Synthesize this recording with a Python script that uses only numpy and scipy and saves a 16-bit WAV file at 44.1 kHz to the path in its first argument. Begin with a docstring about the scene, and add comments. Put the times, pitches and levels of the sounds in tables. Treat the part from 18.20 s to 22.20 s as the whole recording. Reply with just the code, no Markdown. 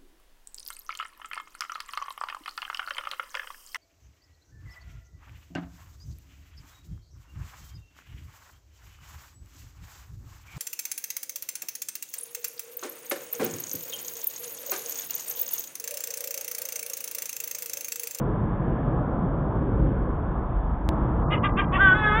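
"""A flat roof between houses, with a gull calling overhead: four short yelps, then a long wail that breaks upward.
The gull is a stack of wavering harmonics with breath noise; house fronts send it back as dull echoes.
Far-off town traffic is banded noise with engine drones; the background treble thins out just before the calls.
All this ends steeply near 4 kHz and its faint treble drops out; one sharp click, a decaying step with a
short ring, lies on top with its full band."""
import sys
import numpy as np
from scipy import signal
from scipy.io import wavfile
from scipy.ndimage import uniform_filter1d, minimum_filter1d

SR = 44100
rng = np.random.default_rng(int(sys.argv[2]) if len(sys.argv) > 2 else 0)


def master(y):
    """Save y as 16-bit WAV."""
    cut = np.clip(np.atleast_2d(y).T, -1, 1)
    pcm = np.round(cut * 32767)  # scale
    wavfile.write(sys.argv[1], SR, pcm.astype(np.int16))


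def attenuation_scalar(level_db):
    """Turn a level in dB into a linear amplitude multiplier (20 dB per decade)."""
    decades = np.asarray(level_db, float) / 20
    return 10 ** decades


N = 176400  # samples, 4 s


def rms_one(x):
    """Scales a signal to rms 1."""
    return x / np.sqrt(np.mean(np.abs(x) ** 2) + 1e-20)


def drift(rate_hz):
    """Slow chance: noise through a double one-pole low-pass at a tenth of the sample rate, spread 1."""
    r = np.exp(-20 * np.pi * rate_hz / SR)
    noise = rng.standard_normal(N // 10 + 8002)
    slow = signal.lfilter([1], [1, -2 * r, r * r], noise)[8000:]  # settled part only
    return np.interp(np.arange(N) / 10, np.arange(len(slow)), rms_one(slow - slow.mean()))


def resonance(x, hz, width_hz):
    """A two-pole resonator: the narrower its width, the longer it rings."""
    r = np.exp(-np.pi * width_hz / SR)
    return signal.lfilter([1, 0, -1], [1, -2 * r * np.cos(2 * np.pi * hz / SR), r * r], x)


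def traffic():
    """Far town traffic: fifth-octave bands of noise that swell and wander, with engine drones among them."""
    # swell of the traffic, each column taken about its mean: t/s, deep rumble/dB, engines/dB, tyre roar/dB
    # the mean of the deep rumble also sets the level of the whole noise
    traffic_swell = [(0.0, -35, -29.5, -39.5), (0.218, -31, -29, -37), (.78, -30.5, -27, -34),
                     (1.098, -29.5, -28, -36.5), (1.308, -32, -29, -35.5), (1.589, -28.5, -25.5, -40),
                     (1.899, -27.5, -30, -37), (2.247, -27.5, -33.5, -36.5), (2.685, -27.5, -35, -38.5),
                     (2.695, -27, -29, -33), (2.779, -27.5, -28.5, -31.5), (2.85, -30, -27.5, -33),
                     (2.981, -27.5, -28, -34.5), (3.108, -28, -27.5, -33.5), (3.5, -28, -27.5, -34),
                     (4.0, -29, -30.5, -34.5)]
    # relative spectrum of the noise: f/Hz, density/dB per Hz
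    rumble_spectrum = [(13, -42), (24, -5.5), (48, 6), (91, -3.5), (123, 1.5), (190, -3), (269, -7),
                       (425, -12), (700, -14.5), (1150, -17), (1500, -26.5), (1800, -39.5), (1950, -41.5),
                       (2300, -45.5), (2800, -67.5), (3500, -45.5), (4200, -52.5)]
    # far engines: f/Hz, width/Hz, level before swell and wander/dB
    engine_drones = [(61.5, 4.7, -48), (127.6, 3.3, -42), (313.6, 2.8, -44.5), (1010.5, 28, -51),
                     (1663, 110, -55.5)]
    engines_from_hz, roar_from_hz, hiss_from_hz = 95, 550, 1300
    hiss_follows = .35  # the far hiss takes only this share of the roar's swell
    lift_db, drone_wander_db = 4.5, 2

    t = np.arange(N) / SR
    s, rumble_db, engines_db, roar_db = np.transpose(traffic_swell)
    columns = (rumble_db, engines_db, roar_db, hiss_follows * roar_db)
    swells = [np.interp(t, s, column - column.mean()) for column in columns]

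    def swell_at(hz):
        """Swell in dB of the part of the traffic that holds this frequency."""
        return swells[np.searchsorted([engines_from_hz, roar_from_hz, hiss_from_hz], hz)]

    together = drift(1.0)
    white = rng.standard_normal((2, N + SR))  # neighbouring bands take different noises
    spectrum_hz, spectrum_db = np.transpose(rumble_spectrum)
    band_edges = 18 * 2 ** (np.arange(41) / 5)
    noise = 0
    for k, (low, high) in enumerate(zip(band_edges, band_edges[1:])):
        band_pass = signal.butter(3, [low, high], "band", fs=SR, output="sos")
        band = signal.sosfilt(band_pass, white[k % 2])[SR:]
        band_db = np.interp(np.log(low * high) / 2, np.log(spectrum_hz), spectrum_db)
        wander_db = .4 * together + 1.0 * drift(2.5) + .7 * drift(12)
        noise = noise + attenuation_scalar(band_db + swell_at(low) + wander_db) * band
    out = attenuation_scalar(lift_db + rumble_db.mean()) * rms_one(noise)

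    for hz, width_hz, drone_db in engine_drones:
        drone = rms_one(resonance(rng.standard_normal(N + SR), hz, width_hz)[SR:])
        out += attenuation_scalar(drone_db + swell_at(hz) + drone_wander_db * drift(1.6)) * drone
    return out


def thin_background(x):
    """The background treble above 1850 Hz is cut by 22 dB from about 3.05 s on."""
    t = np.arange(N) / SR
    dull = signal.sosfiltfilt(signal.butter(6, 1850, fs=SR, output="sos"), x)
    return dull + (x - dull) * attenuation_scalar(np.interp(t, [3.04, 3.06], [0, -22]))


def click():
    """One sharp click: a sudden downward step with a brief ring, both dying away exponentially."""
    click_s, step_db, step_t60_s = 2.68995, -13.5, .02
    ring_hz, ring_db, ring_t60_s = 3600, -25, .0025
    t = np.arange(N) / SR - click_s
    step = attenuation_scalar(step_db - 60 * np.abs(t) / step_t60_s)
    ring = attenuation_scalar(ring_db - 60 * np.abs(t) / ring_t60_s) * np.sin(2 * np.pi * ring_hz * t)
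    return -(step + ring) * (t >= 0)


def drop_faint_treble(x):
    """Treble far below the loudest treble nearby in time is turned down."""
    above_hz, span_s, under_db, duck_db = 2000, .14, -18, -26
    treble = x - signal.sosfiltfilt(signal.butter(4, above_hz, fs=SR, output="sos"), x)
    level_db = 10 * np.log10(uniform_filter1d(treble ** 2, size=530) + 1e-14)
    loudest_db = -minimum_filter1d(-level_db, size=int(span_s * SR))
    faint = np.clip((under_db - (level_db - loudest_db)) / 4 + .5, 0, 1)  # eases in over 4 dB
    return x - treble * (1 - attenuation_scalar(duck_db * uniform_filter1d(faint, size=220)))


def street(x):
    """House fronts: a few dulled echoes and a dull scattered tail, as one impulse response."""
    # house fronts: delay t/s, level before the last low-pass/dB
    house_fronts = [(.05, -17), (.09, -23), (.24, -18), (.27, -24)]
    scatter_db, scatter_t60_s, scatter_cut_hz = -17, .25, 2600  # level before the last low-pass
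    echo_cut_hz = 3000
    t = np.arange(SR // 2) / SR
    reply = rng.standard_normal(len(t)) * attenuation_scalar(-60 * t / scatter_t60_s) * (t > .01)
    reply = signal.sosfilt(signal.butter(1, scatter_cut_hz, fs=SR, output="sos"), reply)
    reply *= attenuation_scalar(scatter_db) / np.sqrt(np.sum(reply ** 2))
    for delay_s, echo_db in house_fronts:
        reply[int(delay_s * SR)] += attenuation_scalar(echo_db)
    reply = signal.sosfilt(signal.butter(2, echo_cut_hz, fs=SR, output="sos"), reply)
    return signal.fftconvolve(x, reply)[:N]


def breath():
    """Air noise in the throat: noise between 1000 and 3470 Hz, rms 1."""
    throat = signal.butter(2, (1000, 3470), "band", fs=SR, output="sos")
    return rms_one(signal.sosfilt(throat, rng.standard_normal(N)))


def voice(pitch_hz, level_db, harmonics, rough, waver, shimmer_db, dull_db=0):
    """Harmonics of one wavering pitch; each shimmers, the high ones most, and carries a halo of breathy noise."""
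    # waver is a share of the pitch; rough and shimmer_db hold at the fourth harmonic
    phase = 2 * np.pi * np.cumsum(pitch_hz * (1 + waver * drift(60))) / SR
    out = 0
    for k, db in harmonics:
        halo = uniform_filter1d(drift(150), size=120) + 1j * uniform_filter1d(drift(100), size=120)
        rough_gain = 1 + rough * (k / 4) ** 0.52 * halo
        shimmer = shimmer_db * (k / 4) ** 0.45 * drift(21)
        dulling = dull_db * (k > 3)  # only harmonics above the third grow dull
        turning = np.exp(1j * (k * phase + rng.uniform(0, 2 * np.pi)))
        out = out + attenuation_scalar(db - dulling + shimmer) * np.real(rough_gain * turning)
    return np.sqrt(2) * attenuation_scalar(level_db) * out


def yelps():
    """Four short yelps: pitch, level and brightness rise to each peak and fall back."""
    # yelps: peak t/s, top pitch f/Hz, level at the peak/dB, half length/s
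    yelp_peaks = [(3.132, 415.2, -29, 0.033), (3.258, 403.2, -28.5, .026), (3.396, 398, -26.5, .028),
                  (3.554, 385, -26.5, 0.032)]
    # timbre of a yelp: harmonic number, level/dB
    yelp_timbre = [(1, -19), (2, -17), (3, 0), (4, -8), (5, -7), (6, -11), (7, -10), (8, -17), (9, -19)]
    rise, sag = .09, .2  # share by which the pitch lies under its top half a length before, after the peak
    edge_db, dull_db = 8.5, 12  # loss half a length off the peak: whole voice, high harmonics besides
    breath_db = -11.5  # against the level of the yelp
    t = np.arange(N) / SR
    s, top_hz, peak_db, half_s = np.transpose(yelp_peaks)
    k = np.argmin(np.abs(t - s[:, None]), axis=0)  # nearest yelp
    off_peak = np.minimum(((t - s[k]) / half_s[k]) ** 2, 12)
    bend = np.where(t < s[k], rise, sag)
    pitch_hz = top_hz[k] * (1 - bend * np.minimum(off_peak, 2) ** 1.3)
    level_db = peak_db[k] - edge_db * off_peak
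    tone = voice(pitch_hz, level_db, yelp_timbre, rough=.36, waver=.008, shimmer_db=3.0,
                 dull_db=dull_db * off_peak)
    return tone + attenuation_scalar(level_db + breath_db) * breath()


def wail():
    """One long note that breaks from the low register to the high one; the two overlap briefly."""
    # track of each register: t/s, pitch f/Hz, level/dB
    low_track = [(3.572, 332, -44.5), (3.582, 346, -33), (3.594, 368, -26), (3.612, 393, -17),
                 (3.632, 393.3, -15.5), (3.66, 384.2, -16), (3.682, 378, -15.5), (3.71, 372, -18.5),
                 (3.734, 375, -18), (3.741, 378, -30), (3.756, 383, -42), (3.775, 385, -66)]
    high_track = [(3.725, 400, -60), (3.748, 416, -33), (3.775, 429, -33), (3.82, 427, -33),
                  (3.845, 424, -27), (3.875, 421, -27), (3.921, 419, -28), (3.95, 430, -28),
                  (3.975, 444, -27), (4.0, 457, -27)]
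    # timbre of each register: harmonic number, level/dB
    low_timbre = [(1, -30.5), (2, -23), (3, -9.5), (4, 0), (5, -17), (6, -31.5), (7, -36.5), (8, -25),
                  (9, -25), (10, -37.5)]
    high_timbre = [(1, -11.5), (2, -4.5), (3, -1), (4, -2), (5, -10), (6, -17), (7, -22.5), (8, -13.5),
                   (9, -15)]
    waver, breath_db = .001, -25  # share of pitch; against the level of the wail
    registers = (  # track, timbre, roughness, shimmer in dB
        (low_track, low_timbre, .08, .8),
        (high_track, high_timbre, .17, 2.4),
    )
    t = np.arange(N) / SR
    out = 0
    for track, timbre, rough, shimmer_db in registers:
        s, hz, db = np.transpose(track)
        pitch_hz = np.interp(t, s, hz)
        level_db = np.interp(t, s, db, left=-120, right=-120)  # silent outside its track
        out = out + voice(pitch_hz, level_db, timbre, rough, waver, shimmer_db)
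        out = out + attenuation_scalar(level_db + breath_db) * breath()
    return out


def scene():
    """The gull, its echoes off the house fronts and the far traffic, on one channel."""
    gull = yelps() + wail()
    return (gull + street(gull) + thin_background(traffic()))[None]


def band_limit(x):
    """A steep low-pass at the top of the band."""
    return signal.sosfilt(signal.butter(12, 16500, fs=SR, output="sos"), x)


def record(dry):
    """The band ends steeply near 4 kHz and faint treble drops out; the click enters after that."""
    narrow = signal.sosfilt(signal.cheby2(12, 70, 4400, fs=SR, output="sos"), dry)  # 70 dB down from 4400 Hz
    mix = drop_faint_treble(narrow) + click()
    return band_limit(mix)


dry = scene()
out = record(dry)
master(out)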